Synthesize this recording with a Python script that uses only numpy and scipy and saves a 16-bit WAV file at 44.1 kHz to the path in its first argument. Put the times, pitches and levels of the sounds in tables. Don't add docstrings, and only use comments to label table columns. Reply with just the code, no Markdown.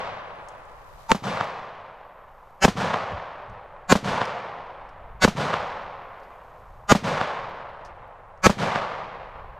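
import sys
import numpy as np
from scipy import signal
from scipy.fft import rfft, irfft, next_fast_len
from scipy.io import wavfile
from scipy.ndimage import uniform_filter1d

SR = 44100
rng = np.random.default_rng(int(sys.argv[2]) if len(sys.argv) > 2 else 0)


def digitize_waveform(pressure):
    field = np.atleast_2d(pressure).T
    bounded = np.clip(field, -1, 1)
    quanta = np.round(bounded * 32767).astype(np.int16)
    wavfile.write(sys.argv[1], SR, quanta)


N = 423002


def amp(db):
    return 10 ** (np.asarray(db) / 20)


def unit(x):
    return x / np.sqrt(np.mean(x ** 2) + 1e-20)


def spectrum(points, hz):
    f, db = np.transpose(points)
    return amp(np.interp(np.log(hz + 1), np.log(f), db))


def add(mix, s, sound):
    start = round(s * SR)
    sound = sound[..., max(-start, 0):]
    part = mix[:, max(start, 0):][:, :sound.shape[-1]]
    part += sound[..., :part.shape[1]]


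def colour(x, points):
    size = next_fast_len(len(x), True)
    gain = spectrum(points, np.fft.rfftfreq(size, 1 / SR))
    return irfft(rfft(x, size) * gain, size)[:len(x)]


def noise(size):
    return rng.standard_normal(size)


def pulse(points, lag=0., knee_hz=400, size=8192):
    hz = np.fft.rfftfreq(size, 1 / SR)
    log_gain = np.log(spectrum(points, abs(np.fft.fftfreq(size, 1 / SR))))
    response = np.exp(np.conj(signal.hilbert(log_gain)))[:len(hz)]
    trailing = np.exp(-2j * np.pi * lag * knee_hz * np.arctan(hz / knee_hz))
    wave = irfft(response * trailing)[:size // 2]
    return wave / abs(wave).max()


def step(t, rise_s):
    return .5 + .5 * np.tanh(t / rise_s)


def wander(size, span_s):
    width = max(round(span_s * SR), 1)
    smoothed = uniform_filter1d(noise(size), width)
    return unit(uniform_filter1d(smoothed, width))


def bouts(rows, fade_s):
    t = np.arange(N) / SR
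    return sum(amp(db) * step(t - start, fade_s) * step(end - t, fade_s) for start, end, db in rows)


# (f/Hz, relative level/dB)
AIR = [(20, -74), (60, -85.5), (130, -90.5), (300, -106.5), (600, -95), (1000, -82.5), (2000, -101.5),
       (4000, -116.5), (7000, -121), (12000, -126), (16000, -140)]


def distant_hush():
    return np.array([colour(noise(N), AIR) for _ in range(2)]) * np.sqrt(SR)


WIND_DB, WIND_WANDER_DB = -56.5, 1.5
# (middle t/s, half length t/s, change of level/dB)
GUSTS = [(.95, .25, 3), (1.8, .42, -24), (3.35, .15, -8), (4.45, 0.24, -9.5), (5.048, 0.21, 11),
         (6.8, 0.2, 8.5), (7.95, 0.18, 7.5), (9.4, 0.27, 10.5)]


def wind():
    t = np.arange(N) / SR
    band = [(10, -9.5), (30, -0.5), (60, -7.0), (130, -14.0), (400, -41.5), (2000, -91.0)]
    rumble = unit(colour(noise(N), band))
    gust_db = sum(db * np.exp(-((t - s) / half) ** 2) for s, half, db in GUSTS)
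    return rumble * amp(WIND_DB + WIND_WANDER_DB * wander(N, span_s=0.11) + gust_db)


LEAVES_DB, LEAVES_FADE_S = -89, .12
# (from t/s, to t/s, level/dB)
RUSTLES = [(.3, 1.2, -66), (.95, 1.2, -61), (2.3, 2.7, -72.5), (6.15, 6.9, -70.5)]


def dry_leaves(grains_per_s=6000):
    sizes = amp(3 * np.minimum(rng.exponential(1, (2, N)), 5))
    present = rng.random((2, N)) < grains_per_s / SR
    grains = noise((2, N)) * sizes * present
    band = [(1500, 0.0), (4000, -0.5), (7000, -5.5), (9000, -9.5), (12500, -9), (15000, -32.5)]
    crackle = np.array([unit(colour(g, band)) for g in grains])
    return crackle * (amp(LEAVES_DB) + bouts(RUSTLES, LEAVES_FADE_S))


INSECT_DB, TRILL_FADE_S, TRILL_HZ = -92, .16, 68
# (from t/s, to t/s, level/dB)
TRILLS = [(.8, 1.45, -71), (2.0, 2.95, -79), (4.95, 5.9, -85), (6.0, 7.15, -79.5), (9.35, 9.8, -86)]
# (from t/s, to t/s)
CHIRP_RUNS = [(3.34, 3.85), (7.48, 8.35)]


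def insects(chirps_per_s=10, chirp_db=-75):
    t = np.arange(N) / SR
    pulsing = 1 + .5 * np.sin(2 * np.pi * TRILL_HZ * t)
    level = (amp(INSECT_DB) + bouts(TRILLS, TRILL_FADE_S)) * pulsing
    for start, end in CHIRP_RUNS:
        for s in np.arange(start, end, 1 / chirps_per_s):
            late = rng.uniform(-0.022, .02)
            loudness = amp(chirp_db + 3 * rng.standard_normal())
            level += loudness * np.exp(-((t - s - late) / 0.0027) ** 2)
    band = [(8000, -49.5), (11000, -13.5), (12500, 3.5), (13500, -5.5), (15000, -47.5)]
    return level * np.array([unit(colour(noise(N), band)) for _ in range(2)])


# (t/s, relative peak level/dB, centre f/Hz, decay t/s)
TICKS = [(0.486, -40.5, 6860, 0.0039), (.6524, -59, 7500, .003), (1.0956, -32, 2410, 0.0024),
         (1.1053, -23, 1900, .0025), (1.4421, -45, 5500, .003), (3.12, -57.5, 5500, .004),
         (3.4969, -61, 6000, .004), (4.253, -35, 5000, .003), (4.89, -58, 5200, .006),
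         (6.199, -61, 5000, .007), (6.232, -58, 4830, .008), (7.849, -47.5, 5300, 0.013),
         (8.3754, -60, 5500, .004)]


def ticks():
    out, t = np.zeros((2, N)), np.arange(SR // 5) / SR
    rustle = amp(-22) * np.exp(-t / .03)
    for s, db, hz, decay in TICKS:
        band = [(hz / 4, -30), (hz * .7, -8), (hz, 0), (hz * 1.4, -12), (13000, -25), (16000, -55)]
        tick = colour(noise(len(t)), band) * (np.exp(-t / decay) + rustle)
        add(out, s, amp(db + 2.5) * tick / abs(tick).max())
    return out


# (t/s, peak level/dB)
THUDS = [(3.126, -29), (3.5, -37.5)]


def thuds(decay_s=0.023):
    out, t = np.zeros((2, N)), np.arange(SR // 5) / SR
    band = [(30, 4), (110, 10), (250, -8), (900, -56)]
    for s, db in THUDS:
        thud = colour(noise(len(t)), band) * t * np.exp(-t / decay_s)
        add(out, s - decay_s, amp(db) * thud / abs(thud).max())
    return out


def scatter(taps, points, level, air_db=2.33, air_power=1.409):
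    hz, when, z = signal.stft(unit(colour(taps, points)) * level, SR, nperseg=256)
    loss_db = air_db * (hz[:, None] / 1000) ** air_power * when
    return signal.istft(z * amp(-loss_db), SR, nperseg=256)[1][:len(taps)]


ECHO_LENGTH = int(2.4 * SR)


def reflectors(spread_db=2.0, per_s=16000):
    sizes = amp(spread_db * np.minimum(rng.exponential(1, ECHO_LENGTH), 4))
    return noise(ECHO_LENGTH) * sizes * (rng.random(ECHO_LENGTH) < per_s / SR)


EDGE_DELAY_S, EDGE_RISE_S, EDGE_HOLD_S, EDGE_POWER, EDGE_DB = 0.1202, 0.0074, .17, 2.84, -28.5
# (f/Hz, relative level/dB)
EDGE = [(30, -28), (100, -7.5), (180, 7.5), (320, -15.5), (550, -7.5), (1000, -17), (2000, -23),
        (4000, -24), (6500, -29), (9500, -37), (13000, -42), (16000, -60)]


def woods_edge(taps):
    t = np.arange(1, ECHO_LENGTH + 1) / SR
    fall = np.minimum(EDGE_HOLD_S / t, 1) ** EDGE_POWER
    return scatter(taps, EDGE, amp(EDGE_DB) * step(t - EDGE_DELAY_S, EDGE_RISE_S) * fall)


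WOODS_DELAY_S, WOODS_RISE_S, WOODS_PEAK_S, WOODS_DB = 0.12, 0.01, .28, -25
WOODS_GROWTH_POWER, WOODS_FALL_POWER, WOODS_END_S = 1, 1.484, 2.1
FACE_S, FACE_SPREAD_S, FACE_DB = .292, 0.0049, 3
# (f/Hz, relative level/dB)
WOODS = [(40, -27), (100, -5), (210, -16), (330, -12), (540, 2.5), (1050, 4.5), (1450, -2), (2100, -6),
         (3800, -13), (6500, -20), (9500, -26.5), (13000, -29.5), (16000, -48)]


def deep_woods(taps):
    t = np.arange(1, ECHO_LENGTH + 1) / SR
    depth = t / WOODS_PEAK_S
    level = amp(WOODS_DB) * np.minimum(depth ** WOODS_GROWTH_POWER, depth ** -WOODS_FALL_POWER)
    level *= amp(FACE_DB * np.exp(-((t - FACE_S) / FACE_SPREAD_S) ** 2))
    level *= step(t - WOODS_DELAY_S, WOODS_RISE_S) * step(WOODS_END_S - t, rise_s=.22)
    return scatter(taps, WOODS, level)


def echoes(taps):
    return woods_edge(taps) + deep_woods(taps)


LEFT_LEAN = .22
CLUMP_DB, CLUMP_S = 0.87, 0.0086
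# (f/Hz, level/dB)
DIFFUSE = [(50, -31.5), (250, -22.5), (800, -8), (2000, -4), (8000, -5)]


def woods_roll(trees, clumps, across):
    steady = np.exp(-np.arange(ECHO_LENGTH) / SR / 0.71)
    roll = echoes(clumps * (steady * trees + np.sqrt(1 - steady ** 2) * reflectors()))
    side = colour(across + LEFT_LEAN * roll, DIFFUSE)
    return np.array([roll + side, roll - side])


# (t/s after the shot, relative level/dB)
BOOMS = [(.103, -27.5), (.291, -24)]


def add_booms(out, s, echo_db):
    band = [(30, -24), (100, -6), (180, -1), (400, -15.5), (1200, -50), (8000, -82)]
    boom = pulse(band, lag=0.0037, knee_hz=500)
    for delay, db in BOOMS:
        add(out, s + delay, amp(db + echo_db) * boom)


# (t/s after the shot, peak level/dB)
SLAPS = [(0.1225, -24), (0.1526, -22.5), (0.2567, -17), (0.2667, -28), (.2931, -9), (0.337, -24)]


def add_slaps(out, s):
    band = [(150, -9), (600, 11.5), (1300, 21), (2200, 0), (4000, -5.5), (8000, -27), (15000, -85)]
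    slap = pulse(band, lag=0.0009, knee_hz=1550)
    for delay, db in SLAPS:
        add(out, s + delay, -amp(db) * slap)


# (f/Hz, relative level/dB)
SPOOL = [(30, -18), (100, -7.5), (205, 7), (330, -12), (520, -5), (1100, -7), (2000, -30.5), (5000, -37.5),
         (15000, -64.5)]


def add_spool(out, s, thump_db):
    spool = pulse(SPOOL, lag=.003, knee_hz=931)
    add(out, s + .0298, amp(thump_db - 13.5) * spool)
    add(out, s + .0348, amp(thump_db - 18.0) * spool)


# (f/Hz, relative level/dB)
LITTER = [(40, -1), (190, 3.5), (330, -2.5), (560, 0), (1000, -2), (2000, -7), (4000, -10.5), (6500, -14.5),
          (9500, -23.5), (13000, -27.5), (16000, -35)]
# (t/s after the shot, relative level/dB, fall/dB per s)
LITTER_PATCHES = [(.002, -16.5, 1049.5), (.012, -33, 130), (0.033, -25, 479.5)]


def litter(side_db=-14, size=16384):
    t = np.arange(size) / SR
    power = sum((t > s) * amp(db - fall * abs(t - s)) ** 2 for s, db, fall in LITTER_PATCHES)
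    mid, side = (scatter(noise(size), LITTER, np.sqrt(power)) for _ in range(2))
    return np.array([mid + amp(side_db) * side, mid - amp(side_db) * side])


def buffet(db=-15, decay_s=.008):
    t = np.arange(SR // 10) / SR
    band = [(25, -3.5), (150, 2.5), (350, -5), (800, 1.5), (2000, -14), (6000, -35)]
    shake = unit(colour(noise(len(t)), band))
    return np.array([[1], [-1]]) * amp(db) * shake * np.exp(-t / decay_s)


BUZZ_LEAD_S, BUZZ_FULL_S, BUZZ_END_S = .046, 0.024, 0.011
BUZZ_ATTACK_DB_PER_S, BUZZ_SWELL_DB_PER_S, BUZZ_RELEASE_DB_PER_S = 1549.5, 270.5, 3600
SHRILL_DB, SHRILL_WIDTH_HZ = 4.5, 420
# (f/Hz, relative level/dB)
BUZZ = [(25, -14.5), (90, -16), (190, -3.5), (340, -19), (560, 0), (1000, 2.5), (1500, 0.5), (2000, -6.5),
        (3800, -14), (7000, -13), (9000, -27.5), (12500, -31), (15500, -49.5)]


def buzzing_swell(buzz_db, thump_db, tone_db, tone_hz, shrill_hz):
    period_s, repeat_share, uneven_db = .00533, .84, 2.6
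    t = np.arange(-BUZZ_LEAD_S, BUZZ_END_S, 1 / SR)
    swell_db = (BUZZ_SWELL_DB_PER_S * t + BUZZ_ATTACK_DB_PER_S * np.minimum(t + BUZZ_FULL_S, 0)
                - BUZZ_RELEASE_DB_PER_S * np.maximum(t, 0))
    repeating = np.resize(noise(round(period_s * SR * rng.uniform(0.92, 1.05))), len(t))
    buzz = np.sqrt(repeat_share) * repeating + np.sqrt(1 - repeat_share) * noise(len(t))
    bands = []
    for hz in np.arange(1000, 16000, 350):
        uneven = uneven_db * rng.standard_normal() * (hz > 1500)
        shrill = SHRILL_DB * np.exp(-((hz - shrill_hz) / SHRILL_WIDTH_HZ) ** 2)
        bands.append((hz, uneven + shrill))
    buzz = unit(colour(colour(buzz, bands), BUZZ))
    tone = np.sin(2 * np.pi * tone_hz * t) * np.exp(-(t / .023) ** 2)
    tone *= 1 + .3 * unit(colour(noise(len(t)), [(100, 0), (400, -6), (2000, -40)]))
    low_band = [(25, -5), (90, -9), (180, -1), (330, -9), (520, -5), (1200, -44)]
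    growl = unit(colour(noise(len(t)), low_band)) * np.exp(-abs(t) / 0.0094)
    layers = amp(buzz_db - 12) * buzz + amp(thump_db - 16.0) * growl + amp(tone_db - 10.0) * tone
    return t[0], amp(swell_db) * layers


# (f/Hz, relative level/dB)
CRACK = [(150, -31), (500, -13.5), (900, 10), (1600, 3.5), (3000, -1.5), (5000, -15), (7000, -12),
         (9000, -24), (13000, -49.5), (16000, -57)]
THUMP = [(20, -10.5), (50, -8.5), (95, -7), (165, 3), (240, 2.5), (330, -4), (520, 0.5), (900, -19.5),
         (2500, -36.5), (10000, -72)]


def add_blast(out, s, blast_db, thump_db):
    crack = pulse(CRACK, lag=0.002383, knee_hz=1085)
    add(out, s, -amp(blast_db - 4.5) * crack)
    add(out, s + .0041, amp(.5 * thump_db - 13) * crack)
    add(out, s, amp(thump_db - 4.5) * pulse(THUMP, lag=0.005, knee_hz=527))


# (t/s, blast level/dB,
# thump level/dB, buzz level/dB, level/dB and f/Hz of the tone in the swell, shrill band f/Hz, echo level/dB)
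SHOTS = [(-.38, 0, -1.5, -49, -50, 800, 6500, -1.6), (1.1167, 1.5, -4, -19, -1, 900, 6900, -3),
         (2.6491, -0.5, 3.5, -1, -3, 785, 6800, 0), (3.923, -1, 3.5, -1, -5, 1090, 7000, 0),
         (5.2468, -2.5, 2.5, -0.5, -8, 610, 5200, 0), (6.9200, -1, 3.5, 0.5, -3.5, 647, 5900, 0.5),
         (8.4652, -1.5, 3.5, 1, -9, 796, 6100, 0.5)]


def pistol(port_lag_s=.00007):
    out = np.zeros((2, N))
    trees, across = reflectors(), echoes(reflectors())
    clumps = amp(CLUMP_DB * wander(ECHO_LENGTH, CLUMP_S))
    for s, blast_db, thump_db, buzz_db, tone_db, tone_hz, shrill_hz, echo_db in SHOTS:
        lead, swell = buzzing_swell(buzz_db, thump_db, tone_db, tone_hz, shrill_hz)
        add(out, s + lead, swell)
        add(out, s, buffet())
        add_blast(out, s, blast_db, thump_db)
        add_spool(out, s, thump_db)
        add(out, s, amp(thump_db - 2) * litter())
        add_slaps(out, s)
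        add_booms(out, s, echo_db)
        add(out, s, amp(echo_db) * woods_roll(trees, clumps, across))
    mid, shift = out.mean(0), max(round(port_lag_s * SR / 2), 1)
    skew = (np.roll(mid, shift) - np.roll(mid, -shift)) / 3
    return out + np.array([skew, -skew])


NARROW_FROM_S, NARROW_S, NARROW_POWER = 1.02, 1, 1.74
# (f/Hz, level/dB)
STAYS_WIDE = [(1000, -69), (3000, -42), (7500, -23.5), (10500, -11), (12000, 1), (16000, -0.5)]
# (f/Hz, level/dB)
RIGHT_PORT = [(9000, 0), (12000, -3.5), (16000, -6)]


def scene():
    left, right = pistol() + ticks() + thuds() + distant_hush() + wind() + dry_leaves() + insects()
    closing = (np.arange(N) / SR - NARROW_FROM_S) / NARROW_S
    width = np.clip(1 - closing, 0, 1) ** NARROW_POWER
    mid, side = (left + right) / 2, (left - right) / 2
    side = width * side + (1 - width) * colour(side, STAYS_WIDE)
    return np.array([mid + side, colour(mid - side, RIGHT_PORT)])


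CUTOFF_HZ = 15500


def record(dry):
    limited = dry / (1 + dry ** 10) ** (1 / 10)
    low_pass = signal.firwin(511, CUTOFF_HZ, window=("kaiser", 9), fs=SR)
    return signal.oaconvolve(limited, low_pass[None], "same")


dry = scene()
out = record(dry)
digitize_waveform(out)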